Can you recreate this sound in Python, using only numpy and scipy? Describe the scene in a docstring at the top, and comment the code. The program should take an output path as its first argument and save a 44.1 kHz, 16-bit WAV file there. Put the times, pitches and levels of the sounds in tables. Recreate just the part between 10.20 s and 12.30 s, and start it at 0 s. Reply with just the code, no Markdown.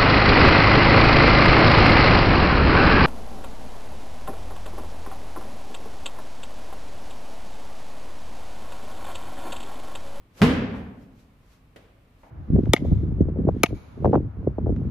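"""Heavy ball slam in a hard gym

A few metres from the microphones a heavy rubber ball is slammed on the floor: a short boom of gliding, decaying
sines and a sharp filtered pulse, which the wall behind throws back; the room rings for about a second as fading
noise. Air rushes ahead of the ball. It lands once more, softly, then is picked up and swung overhead: clothes
swish and further light knocks sound, all made of shaped noise. Ventilation rumbles throughout as steady, bass-
heavy noise."""
import sys
import numpy as np
from scipy import signal
from scipy.fft import rfft, irfft
from scipy.io import wavfile

SR = 44100
rng = np.random.default_rng(int(sys.argv[2]) if len(sys.argv) > 2 else 0)


def transcribe(signal):
    """Save signal, clipped to [-1, 1], as a 16-bit WAV file at the path in sys.argv[1]."""
    frames = np.atleast_2d(signal).T
    limited = np.clip(frames, -1, 1)
    pcm = np.round(limited * 32767).astype(np.int16)
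    wavfile.write(sys.argv[1], SR, pcm)


N = 92610
T = np.arange(N) / SR  # t/s

# ventilation spectrum [f/Hz, level/dB per Hz]
VENT_COLOUR = [(12, -41.5), (20, -8), (38, -2.5), (92, -5), (202, -13.5), (232, -16), (266, -10),
               (306, -19.5), (649, -23.5), (932, -28), (1040, -23.5), (1580, -31), (2330, -30.5),
               (6360, -46.5), (15500, -46)]
VENT_DB = -56
# likeness of the left and right channels in diffuse sound [f/Hz, correlation]
LEFT_RIGHT_LIKENESS = [(60, 1), (150, 0.94), (290, 0.91), (640, 0.58), (1400, 0.079), (3100, 0.16),
                       (15000, 0.085)]
# lean of the action between the channels [f/Hz, left minus right level/dB]
LEFT_LEAD = [(100, 0), (350, 0), (700, 0.5), (4400, 0), (6500, -2), (9000, 9.5), (15000, 5)]

# swishes of clothing as the arms move [peak t/s, level/dB, rise constant/s, fall constant/s]
SWISHES = [(0.187, -50, 0.02, 0.064), (.57, -62, 0.044, 0.057), (.83, -67.5, 0.046, 0.026),
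           (1.001, -64, 0.038, 0.042), (1.335, -63.5, 0.072, 0.041), (2.028, -70.5, 0.075, 0.21)]
# spectrum of sliding fabric [f/Hz, level/dB per Hz]
CLOTH_COLOUR = [(200, -15), (1200, 5.5), (3200, 0.5), (6500, -2), (9000, -11), (13000, -7), (16000, -29)]

# light knocks of hands and ball [t/s, level/dB, body f/Hz, body width/octaves,
#   treble level/dB, treble limit f/Hz, rise constant/s, t60/s, room level/dB re knock]
KNOCKS = [(.538, -36.5, 624, 0.64, -7.5, 3040, 0.0023, 0.15, -10.5),
          (1.5599, -42, 490, 0.44, -10, 14100, 0.00098, 0.1, -13),
          (2.0335, -46, 700, 0.53, -14, 2700, 0.00025, 0.082, -8.5)]
# bright edge of a knock, before its own treble level and limit [f/Hz, level/dB per Hz]
KNOCK_TREBLE = [(60, -50), (300, -3), (900, -1), (2400, -0.5), (3600, -7), (5000, -13.5), (9000, -20),
                (15000, -17)]
# the ball's own low note in every knock, relative to the body
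THUMP_DB, THUMP_HZ, THUMP_WIDTH_OCT = -0.5, 230, 0.38

# air pushed ahead of the falling ball [f/Hz, level/dB per Hz]
RUSH_COLOUR = [(60, -16.5), (220, -4), (600, -3), (1200, -16.5), (4000, -33.5), (15000, -57)]
RUSH_DB, RUSH_RISE_S = -39.5, 0.021

# what the room returns of the slam [f/Hz, level/dB per Hz]
HALL_COLOUR = [(18, -39), (35, -25), (76, -4.5), (125, -7.5), (170, -4.5), (230, -2), (280, -3.5),
               (335, -17), (410, -10), (490, -13), (630, -18.5), (950, -21.5), (1700, -20), (2900, -25),
               (5500, -39), (8000, -46), (12500, -51), (15500, -58)]
# reverberation time of the room [f/Hz, t60/s]
HALL_T60 = [(50, 1.24), (100, 1.22), (240, 1.096), (400, 1.052), (1000, 0.93), (2500, 0.79), (5000, .65),
            (8000, 0.39), (12000, 0.32)]
HALL_DB, HALL_BUILD_S = -17.5, 0.0013
HALL_HOLD_S = 0.056  # the tail falls slowly at first, then at its full rate
# standing waves between the gym's walls [f/Hz, level/dB, t60/s]
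STANDING_WAVES = [(103.4, -25.5, 1.14), (191, -27.5, 1.08), (227.5, -19.5, 0.89), (257, -28, 0.84)]
CEILING_S, CEILING_DB, CEILING_HZ = 0.0262, -8.5, 199  # delay, level and upper limit of the overhead return
# dense scatter off the shelves and near walls [f/Hz, level/dB per Hz]
EARLY_COLOUR = [(40, -18), (200, 0), (450, -2), (900, -3), (2500, -12), (5000, -20), (8000, -31),
                (12500, -37), (16000, -38)]
EARLY_DB, EARLY_T60_S = -18, 0.23
EARLY_WIDTH = 0.67  # share left wide; the rest is heard from the front

CONTACT_S, SLAP_S = 0.2105, 0.218  # the ball touches the floor; its skin slaps flat
# the slap and its first reflections [delay/s, level/dB before SLAP_DB, left minus right level/dB]
SLAP_PATHS = [(0, -1.5, -1), (.0046, -4, 1), (.0134, -16.5, 5.5), (.026, -11.5, -1.5)]
# spectrum of the slap [f/Hz, level/dB before SLAP_DB]
SLAP_COLOUR = [(60, -19), (400, -2.5), (1500, 4.5), (3000, -3.5), (6000, -15.5), (9000, -29.5),
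               (12500, -28), (16000, -23.5)]
SLAP_DB = 11.5
WALL_DULL_HZ = 7100  # reflections lose the treble above this
# ringing of the squashed ball [f/Hz once stiff, level/dB, t60/s]
BALL_MODES = [(247, 1, 0.15), (469.2, -17.5, 0.35), (160.2, -16.5, 0.29), (84.6, -31.5, 0.37),
              (44.2, -26, 0.59)]
SQUASH_S = 0.011  # time the boom takes to build up
SLACK, STIFFEN_S = 0.731, 0.01143  # the pitch starts low by this share and rises as the ball stiffens

TOP_HZ = 15300  # upper band limit


def amp(db):
    """Decibels to gain."""
    return 10 ** (np.asarray(db) / 20)


def unit(x):
    """Scaled to rms 1."""
    return x / np.sqrt(np.mean(x ** 2) + 1e-20)


def along(points, hz):
    """(f/Hz, value) points read on a log frequency axis."""
    f, v = np.transpose(points)
    return np.interp(np.log(hz + 1), np.log(f + 1), v)


def colour(points):
    """Gain against frequency from (f/Hz, level/dB) points."""
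    return lambda hz: amp(along(points, hz))


def filtered(x, response):
    """x times a response of frequency, zero-padded to twice its length."""
    spectrum = rfft(x, 2 * N)
    hz = np.fft.rfftfreq(2 * N, 1 / SR)
    return irfft(spectrum * response(hz))[..., :N]


def causal(gain):
    """The minimum-phase response with this gain: no sound before its start."""
    cepstrum = irfft(np.log(np.maximum(gain, 1e-6)))
    cepstrum[1:N] *= 2
    cepstrum[N + 1:] = 0
    return np.exp(rfft(cepstrum))


def pan(db):
    """Left and right gains for a level difference."""
    return amp(np.array([[1], [-1]]) * db / 2)


def diffuse(gain):
    """Room-filling stereo noise of rms 1: bass alike in both channels, treble nearly unrelated."""
    def mid_side(hz):
        turn = np.arccos(np.clip(along(LEFT_RIGHT_LIKENESS, hz), -1, 1)) / 2
        return gain(hz) * np.array([np.cos(turn), np.sin(turn)])

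    mid, side = filtered(rng.standard_normal((2, N)), mid_side)
    return unit(np.array([mid + side, mid - side]))


def burst(start, rise, t60):
    """Envelope: quick rise, exponential decay; zero before the start."""
    age = np.maximum(T - start, 0)
    return (1 - np.exp(-age / rise)) * amp(-60 * age / t60)


def ventilation():
    """Steady air noise from all around, heaviest in the bass."""
    return amp(VENT_DB) * diffuse(colour(VENT_COLOUR))


def hall(start, gain):
    """The room's tail after a blow: diffuse noise in which each frequency dies at its own speed."""
    hz, t, bins = signal.stft(diffuse(gain), SR, nperseg=1024)
    # slow at first, then the full rate of decay
    age = np.hypot(np.maximum(t - start, 0), HALL_HOLD_S) - HALL_HOLD_S
    fade = amp(-60 * age / along(HALL_T60, hz)[:, None])
    tail = signal.istft(bins * fade, SR, nperseg=1024)[1][:, :N]
    return tail * burst(start, HALL_BUILD_S, np.inf)


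def standing_waves():
    """The boom sets a few low room modes ringing, each a decaying sine of random phase."""
    out = 0
    for hz, db, t60 in STANDING_WAVES:
        tone = np.sin(2 * np.pi * (hz * T + rng.random()))
        out = out + amp(db) * burst(SLAP_S, SQUASH_S, t60) * tone
    return out


def ceiling(x):
    """A dull, late copy from overhead: delayed and low-passed."""
    def response(hz):
        delay = np.exp(-2j * np.pi * hz * CEILING_S)
        return delay / (1 + (hz / CEILING_HZ) ** 4)

    return amp(CEILING_DB) * filtered(x, response)


def early_scatter():
    """Dense reflections off the shelves and near walls, as a short burst of narrowed noise."""
    wide = diffuse(colour(EARLY_COLOUR))
    scatter = EARLY_WIDTH * wide + (1 - EARLY_WIDTH) * wide.mean(axis=0)
    return amp(EARLY_DB) * scatter * burst(SLAP_S, HALL_BUILD_S, EARLY_T60_S)


def clothes():
    """Fabric slides with each quick move of the arms: noise swelling to a peak and falling away."""
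    level = 0
    for peak_s, db, rise, fall in SWISHES:
        time_constant = np.where(T < peak_s, rise, fall)
        level = level + amp(db) * np.exp(-np.abs(T - peak_s) / time_constant)
    return level * diffuse(colour(CLOTH_COLOUR))


def hump(hz, centre, width):
    """Gain of a broad resonance, its width in octaves."""
    return 1 / (1 + (np.log2((hz + 1) / centre) / width) ** 4)


def knocks():
    """Each knock is damped noise with a body resonance, low thump and bright edge, answered by the room."""
    out = np.zeros((2, N))
    for start, db, body_hz, width, treble_db, limit_hz, rise, t60, room_db in KNOCKS:
        def gain(hz):
            body = hump(hz, body_hz, width)
            thump = amp(THUMP_DB) * hump(hz, THUMP_HZ, THUMP_WIDTH_OCT)
            edge = amp(treble_db + along(KNOCK_TREBLE, hz)) / (1 + (hz / limit_hz) ** 6)
            return body + thump + edge

        direct = diffuse(gain) * burst(start, rise, t60)
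        room = amp(room_db) * hall(start, gain)
        out += amp(db) * (direct + room)
    return out


def air_rush():
    """Air noise swells ahead of the ball and stops at the slap."""
    before = SLAP_S - T
    swell = np.exp(-np.abs(before) / RUSH_RISE_S) * (before > 0)
    return amp(RUSH_DB) * diffuse(colour(RUSH_COLOUR)) * swell


def slap():
    """One sharp pressure pulse, repeated more dully by the nearest walls."""
    def response(hz):
        paths = 0
        for delay, db, side_db in SLAP_PATHS:
            arrival = np.exp(-2j * np.pi * hz * (SLAP_S + delay))
            dulling = np.hypot(1, (delay > 0) * hz / WALL_DULL_HZ)  # the direct path stays bright
            paths = paths + amp(db) * pan(side_db) * arrival / dulling
        return paths * causal(colour(SLAP_COLOUR)(hz))

    return -amp(SLAP_DB) * filtered(signal.unit_impulse(N), response)


def boom():
    """The ball flattens on the floor, stiffens so its pitch rises, and rings for a few cycles."""
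    age = np.maximum(T - CONTACT_S, 0)
    squash = 1 - np.exp(-(age / SQUASH_S) ** 1.96)
    # integral of the rising pitch ratio, so a sine of it glides upward
    warped_age = age - SLACK * STIFFEN_S * (1 - np.exp(-age / STIFFEN_S))
    ringing = 0
    for hz, db, t60 in BALL_MODES:
        ringing = ringing + amp(db - 60 * age / t60) * np.sin(2 * np.pi * hz * warped_age)
    return squash * ringing


def slam():
    """Boom and slap, the ceiling's return, early scatter and the long tail with its room modes."""
    early = early_scatter()
    tail = amp(HALL_DB) * hall(SLAP_S, colour(HALL_COLOUR)) + standing_waves()
    thud = boom()
    return thud + ceiling(thud) + slap() + early + tail


def scene():
    """The exercise, its top treble leaning left, over steady ventilation."""
    action = slam() + air_rush() + knocks() + clothes()
    leaning = filtered(action, lambda hz: pan(along(LEFT_LEAD, hz)))
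    return leaning + ventilation()


def record(dry):
    """The camera's microphones keep almost nothing above the band limit: a very steep low-pass."""
    return filtered(dry, lambda hz: 1 / np.sqrt(1 + (hz / TOP_HZ) ** 160))


dry = scene()
out = record(dry)
transcribe(out)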